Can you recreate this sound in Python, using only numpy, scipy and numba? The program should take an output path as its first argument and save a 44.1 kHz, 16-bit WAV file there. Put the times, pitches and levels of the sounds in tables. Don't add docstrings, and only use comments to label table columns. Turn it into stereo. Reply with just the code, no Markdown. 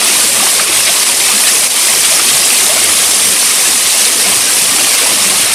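import sys
import numpy as np
from scipy import signal
from scipy.fft import rfft, irfft, next_fast_len
from scipy.io import wavfile
from scipy.ndimage import uniform_filter1d
from numba import njit

SR = 44100
rng = np.random.default_rng(int(sys.argv[2]) if len(sys.argv) > 2 else 0)


def file_out(sig):
    cols = np.atleast_2d(sig).T
    lim = np.clip(cols, -1, 1)
    pcm = np.round(lim * 32767).astype(np.int16)
    wavfile.write(sys.argv[1], SR, pcm)


def attenuation_scalar(level_db):
    decades = np.asarray(level_db, float) / 20
    return 10 ** decades


N = 244402
TIME = np.arange(N) / SR


def curves(table):
    s, *columns = np.transpose(table)
    return [np.interp(TIME, s, column) for column in columns]


def bumps(rows, width_s):
    return sum(height * np.exp(-0.5 * ((TIME - s) / width_s) ** 2) for s, height in rows)


def level(x, db):
    return x * attenuation_scalar(db) / np.sqrt(np.mean(x ** 2))


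def walk(rate):
    hold = int(SR / rate)
    steps = np.repeat(rng.standard_normal(N // hold + 1), hold)
    wander = uniform_filter1d(uniform_filter1d(steps, hold), hold)[:N]
    return wander / wander.std()


def colour(x, points):
    size = next_fast_len(N)
    hz, db = np.transpose(points)
    bin_hz = np.arange(1, size // 2 + 2) * SR / size
    gain = attenuation_scalar(np.interp(np.log(bin_hz), np.log(hz), db))
    return irfft(rfft(x, size) * gain, size)[..., :N]


def bands(x, centres_hz):
    size = next_fast_len(N)
    spectrum = rfft(x, size)
    log_hz = np.log(np.arange(1, size // 2 + 2) * SR / size)
    for one_band in np.eye(len(centres_hz)):
        weight = np.interp(log_hz, np.log(centres_hz), one_band)
        yield irfft(spectrum * weight, size)[..., :N]


@njit
def ring(n, start, hz, cycles, rise, size, side, onset):
    out = np.zeros((2, n))
    for j in range(len(hz)):
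        life = cycles[j] * SR / hz[j]
        turn = np.exp(2j * np.pi * hz[j] / SR - 1 / life)
        glide = np.exp(2j * np.pi * hz[j] / SR * rise[j] / life)
        z, swell, grow = size[j] + 0j, 1., np.exp(-1 / (onset * life))
        for i in range(start[j], min(n, start[j] + int(4 * life) + 1)):
            z *= turn
            turn *= glide
            swell *= grow
            out[0, i] += z.imag * (1 - swell)
            out[1, i] += z.imag * (1 - swell) * side[j]
    return out


# (time [s], flow [dB], plunge share [dB])
FLOW = [(0.0, -10.5, -9.5), (0.09, -9, -13), (0.63, -10, -12), (1.83, -9, -14.5), (2.84, -9, -12.5),
        (3.39, -9, -15), (5.26, -9.5, -12.5), (5.54, -11, -11)]
# (time [s], level change [dB])
LULLS = [(.66, -2), (.82, -0.5), (1.05, -3.5), (1.69, -5.5), (1.735, -2), (4.61, -1.5), (4.97, -2.5)]
# (time [s], lift [dB])
SLUGS = [(.15, -0.5), (.6, 2), (.875, 5.5), (.9, 0), (1.04, 1.5), (1.21, 4), (1.29, 1.5), (1.48, 5.5),
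         (2.05, 5), (2.2, 3), (2.29, 4.5), (2.91, 2), (4.5, 2), (4.7, 0.5), (5.2, 1), (5.3, 2)]
LULL_S, SLUG_S = 0.0085, 0.0074
RUMBLE_HZ, SPLASH_HZ, SPRAY_HZ = 170, 1500, 5000
RUMBLE_WANDER_DB = 3
SPLASH_FOLLOWS = 0.51
PAN_START_DB, PAN_DRIFT_DB_PER_S = 0.2, 0.23
SWING_FROM_S, SWING_DB_PER_S = 4.3, 1


def fall():
    flow_db, plunge_db = curves(FLOW)
    spray_db = flow_db + bumps(LULLS, LULL_S)
    splash_db = SPLASH_FOLLOWS * plunge_db + bumps(SLUGS, SLUG_S)
    swing_db = SWING_DB_PER_S * np.maximum(TIME - SWING_FROM_S, 0)
    pan_db = PAN_START_DB + PAN_DRIFT_DB_PER_S * TIME + swing_db
    lean = np.tanh(pan_db * np.log(10) / 40)
    rumble_db = RUMBLE_WANDER_DB * walk(9)
    gush = [0.7 * walk(15) + 0.5 * walk(90) for _ in range(4)]
    centres_hz = 40 * 2 ** np.arange(0, 9, 1 / 3)
    out = 0
    for k, (hz, band) in enumerate(zip(centres_hz, bands(water(), centres_hz))):
        if hz <= RUMBLE_HZ:
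            surge_db = rumble_db
        elif hz < SPLASH_HZ:
            surge_db = spray_db + plunge_db
        elif hz < SPRAY_HZ:
            surge_db = spray_db + splash_db
        else:
            surge_db = spray_db
        below, blend = divmod(k / 9, 1)
        shared_db = (1 - blend) * gush[int(below)] + blend * gush[int(below) + 1]
        flicker_db = (-0.24 + hz / 21000) * walk(15)
        mid, side = band * attenuation_scalar(surge_db - surge_db.mean() + shared_db + flicker_db)
        side = side * attenuation_scalar(1.5 * walk(21))
        if hz > SPLASH_HZ:
            side = side + lean * mid
        out = out + np.array([mid, side])
    return out


# (frequency [Hz], relative level [dB per Hz])
WATER = [(18, -56), (50, -26), (110, -18), (165, -16.5), (215, -10), (675, -7.5), (880, -9), (1200, -6.5),
         (1400, -10.5), (2230, -4), (4370, -4.5), (5380, -3), (6970, -5.5), (8800, 0.5), (10300, -2.5),
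         (14800, -19.5)]
# (frequency [Hz], colour of the side layer [dB])
SPREAD = [(60, -15), (200, -19.5), (400, -17), (700, -14), (1300, -16), (2300, -17), (4200, -15.5),
          (6500, -13.5), (9000, -15.5), (11000, -20.5), (14500, -31)]


def water():
    rush = attenuation_scalar(-6.5) * rng.standard_normal((2, N))
    fizz = attenuation_scalar(-5.5) * swarm(count=22000, cycles=2.5, rise=0.072, scatter_db=1.0, lasting=0.082)
    bubbles = attenuation_scalar(-6.5) * swarm(count=7000, cycles=14.0, rise=0.031, scatter_db=1.4, lasting=0.76)
    ticks = attenuation_scalar(-14.5) * swarm(count=1500, cycles=0.9, rise=0.014, scatter_db=2.0, lasting=0.14)
    mid, side = colour(rush + fizz + bubbles + ticks, WATER)
    return level(np.array([mid, colour(side, SPREAD)]), -12.0)


def swarm(count, cycles, rise, scatter_db, lasting):
    when, pitch, rarity, length, lift, place = rng.random((count, 6)).T
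    start = (when * N).astype(np.int64)
    hz = 60 + 15000 * pitch
    life = cycles * (0.5 + length) * (hz / 1000) ** lasting
    size = np.sqrt(hz / life) * attenuation_scalar(-scatter_db * np.log(1 - rarity))
    side = 6.47 * (place - 0.5)
    return level(ring(N, start, hz, life, rise * lift, size, side, 0.16), 0)


# (time near the peak [s], pitch [Hz], level before the swell-in [dB])
PLOPS = [(0.062, 1140, -11), (0.101, 1460, -11), (0.15, 4000, 1), (0.155, 1000, -11), (0.397, 2540, -6),
         (0.403, 1160, -9.5), (0.429, 785, -11.5), (0.468, 1020, -7), (0.468, 2020, -4.5),
         (0.596, 1599, -2), (0.6, 1260, -13), (0.729, 2560, -1), (0.895, 696, -13), (0.895, 3470, 0),
         (1.47, 4760, -2), (1.481, 2920, 2.5), (2.122, 659, -11.5), (2.197, 1243, -7.5), (2.505, 2550, 1.5),
         (2.697, 615, -9), (2.72, 690, -18), (2.769, 690, -13.5), (2.778, 1340, -11), (2.876, 670, -16),
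         (2.893, 1290, -10), (3.627, 4177, -1), (4.052, 4140, 4), (4.267, 392, -19.5), (4.267, 716, -11),
         (4.284, 2800, -1), (4.786, 1330, -11), (4.847, 3080, -1), (5.021, 482, -15.5), (5.062, 933, -10),
         (5.301, 2400, -7), (5.462, 680, -17)]
PLOP_CYCLES, PLOP_CYCLES_SLOPE = 8.2, -0.4
PLOP_RISE = 0.1


def plops():
    s, hz, db = np.transpose(PLOPS)
    place, delay, pitch = rng.random((len(s), 3, 8)).transpose(1, 0, 2)
    side = 0.5 * (place - 0.5)
    cycles = PLOP_CYCLES * (hz / 1000) ** PLOP_CYCLES_SLOPE
    rise = np.full(len(s), PLOP_RISE)
    start_s = np.maximum(s - 0.448 * cycles / hz, 0)
    start = (start_s * SR).astype(np.int64)
    note = ring(N, start, hz * (1 - 0.68 * rise), cycles, rise, attenuation_scalar(db), side[:, 0], 0.35)
    drop_at = ((start_s[:, None] + 0.0064 * delay ** 2) * SR).astype(np.int64).ravel()
    drop_hz = np.minimum(hz[:, None] * (0.684 + 1.4 * pitch), 15000).ravel()
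    drop_size = np.repeat(attenuation_scalar(db - 6.5), 8)
    same = np.ones(len(drop_hz))
    spatter = ring(N, drop_at, drop_hz, 3.1 * same, 0.05 * same, drop_size, side.ravel(), 0.48)
    return note + spatter


# (frequency [Hz], width of each filter pass [Hz], resting level [dB])
HOLLOW_MODES = [(93.6, 7, -55.5), (200, 25, -52.5)]
# (middle [s], length, two bell widths [s], added level at the peak [dB])
HUM_SWELLS = [
    [(.79, .06, -50), (2.05, .08, -48.5), (2.84, 0.11, -46), (3.13, 0.25, -43), (3.75, 0.11, -55),
     (4.39, 0.21, -41)],
    [(.41, 0.041, -35.5), (1.35, .05, -30.5), (3.24, .15, -36), (4.295, .05, -29.5), (5.25, 0.19, -34),
     (5.39, 0.055, -39)],
]
HUM_WANDER_DB = 2.5


def hollow():
    out = 0
    for (hz, width, rest_db), swells in zip(HOLLOW_MODES, HUM_SWELLS):
        b, a = signal.iirpeak(hz, hz / width, fs=SR)
        roar = rng.standard_normal(N)
        air = signal.lfilter(b, a, signal.lfilter(b, a, roar))
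        swell = sum(bumps([(s, attenuation_scalar(db))], length / 2) for s, length, db in swells)
        rest = attenuation_scalar(rest_db + HUM_WANDER_DB * walk(11))
        out = out + level(air, 0) * (rest + swell)
    return np.array([out, 0.14 * out])


def scene():
    mid, side = fall() + plops() + hollow()
    return np.array([mid + side, mid - side])


def narrow(x, fold_db):
    mid, side = (x[0] + x[1]) / 2, (x[0] - x[1]) / 2
    _, _, (m, s) = signal.stft(np.array([mid, side]), window="cosine", nperseg=2048)
    edges = np.unique(np.minimum(4 * np.arange(60) ** 1.5 // 2, len(m) - 1).astype(int))
    power_m = np.add.reduceat(abs(m) ** 2, edges)
    power_s = np.add.reduceat(abs(s) ** 2, edges)
    wide = power_s > power_m * attenuation_scalar(fold_db) ** 2
    keep = np.repeat(wide, np.diff(np.append(edges, len(m))), axis=0)
    side = signal.istft(s * keep, window="cosine", nperseg=2048)[1][:N]
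    return np.array([mid + side, mid - side])


def roll_off(x):
    return signal.sosfilt(signal.butter(12, 14940, fs=SR, output="sos"), x)


CEILING = 0.96


def record(dry):
    clipped = np.clip(dry, -CEILING, CEILING)
    mix = narrow(clipped, fold_db=-12.0)
    return roll_off(mix)


dry = scene()
out = record(dry)
file_out(out)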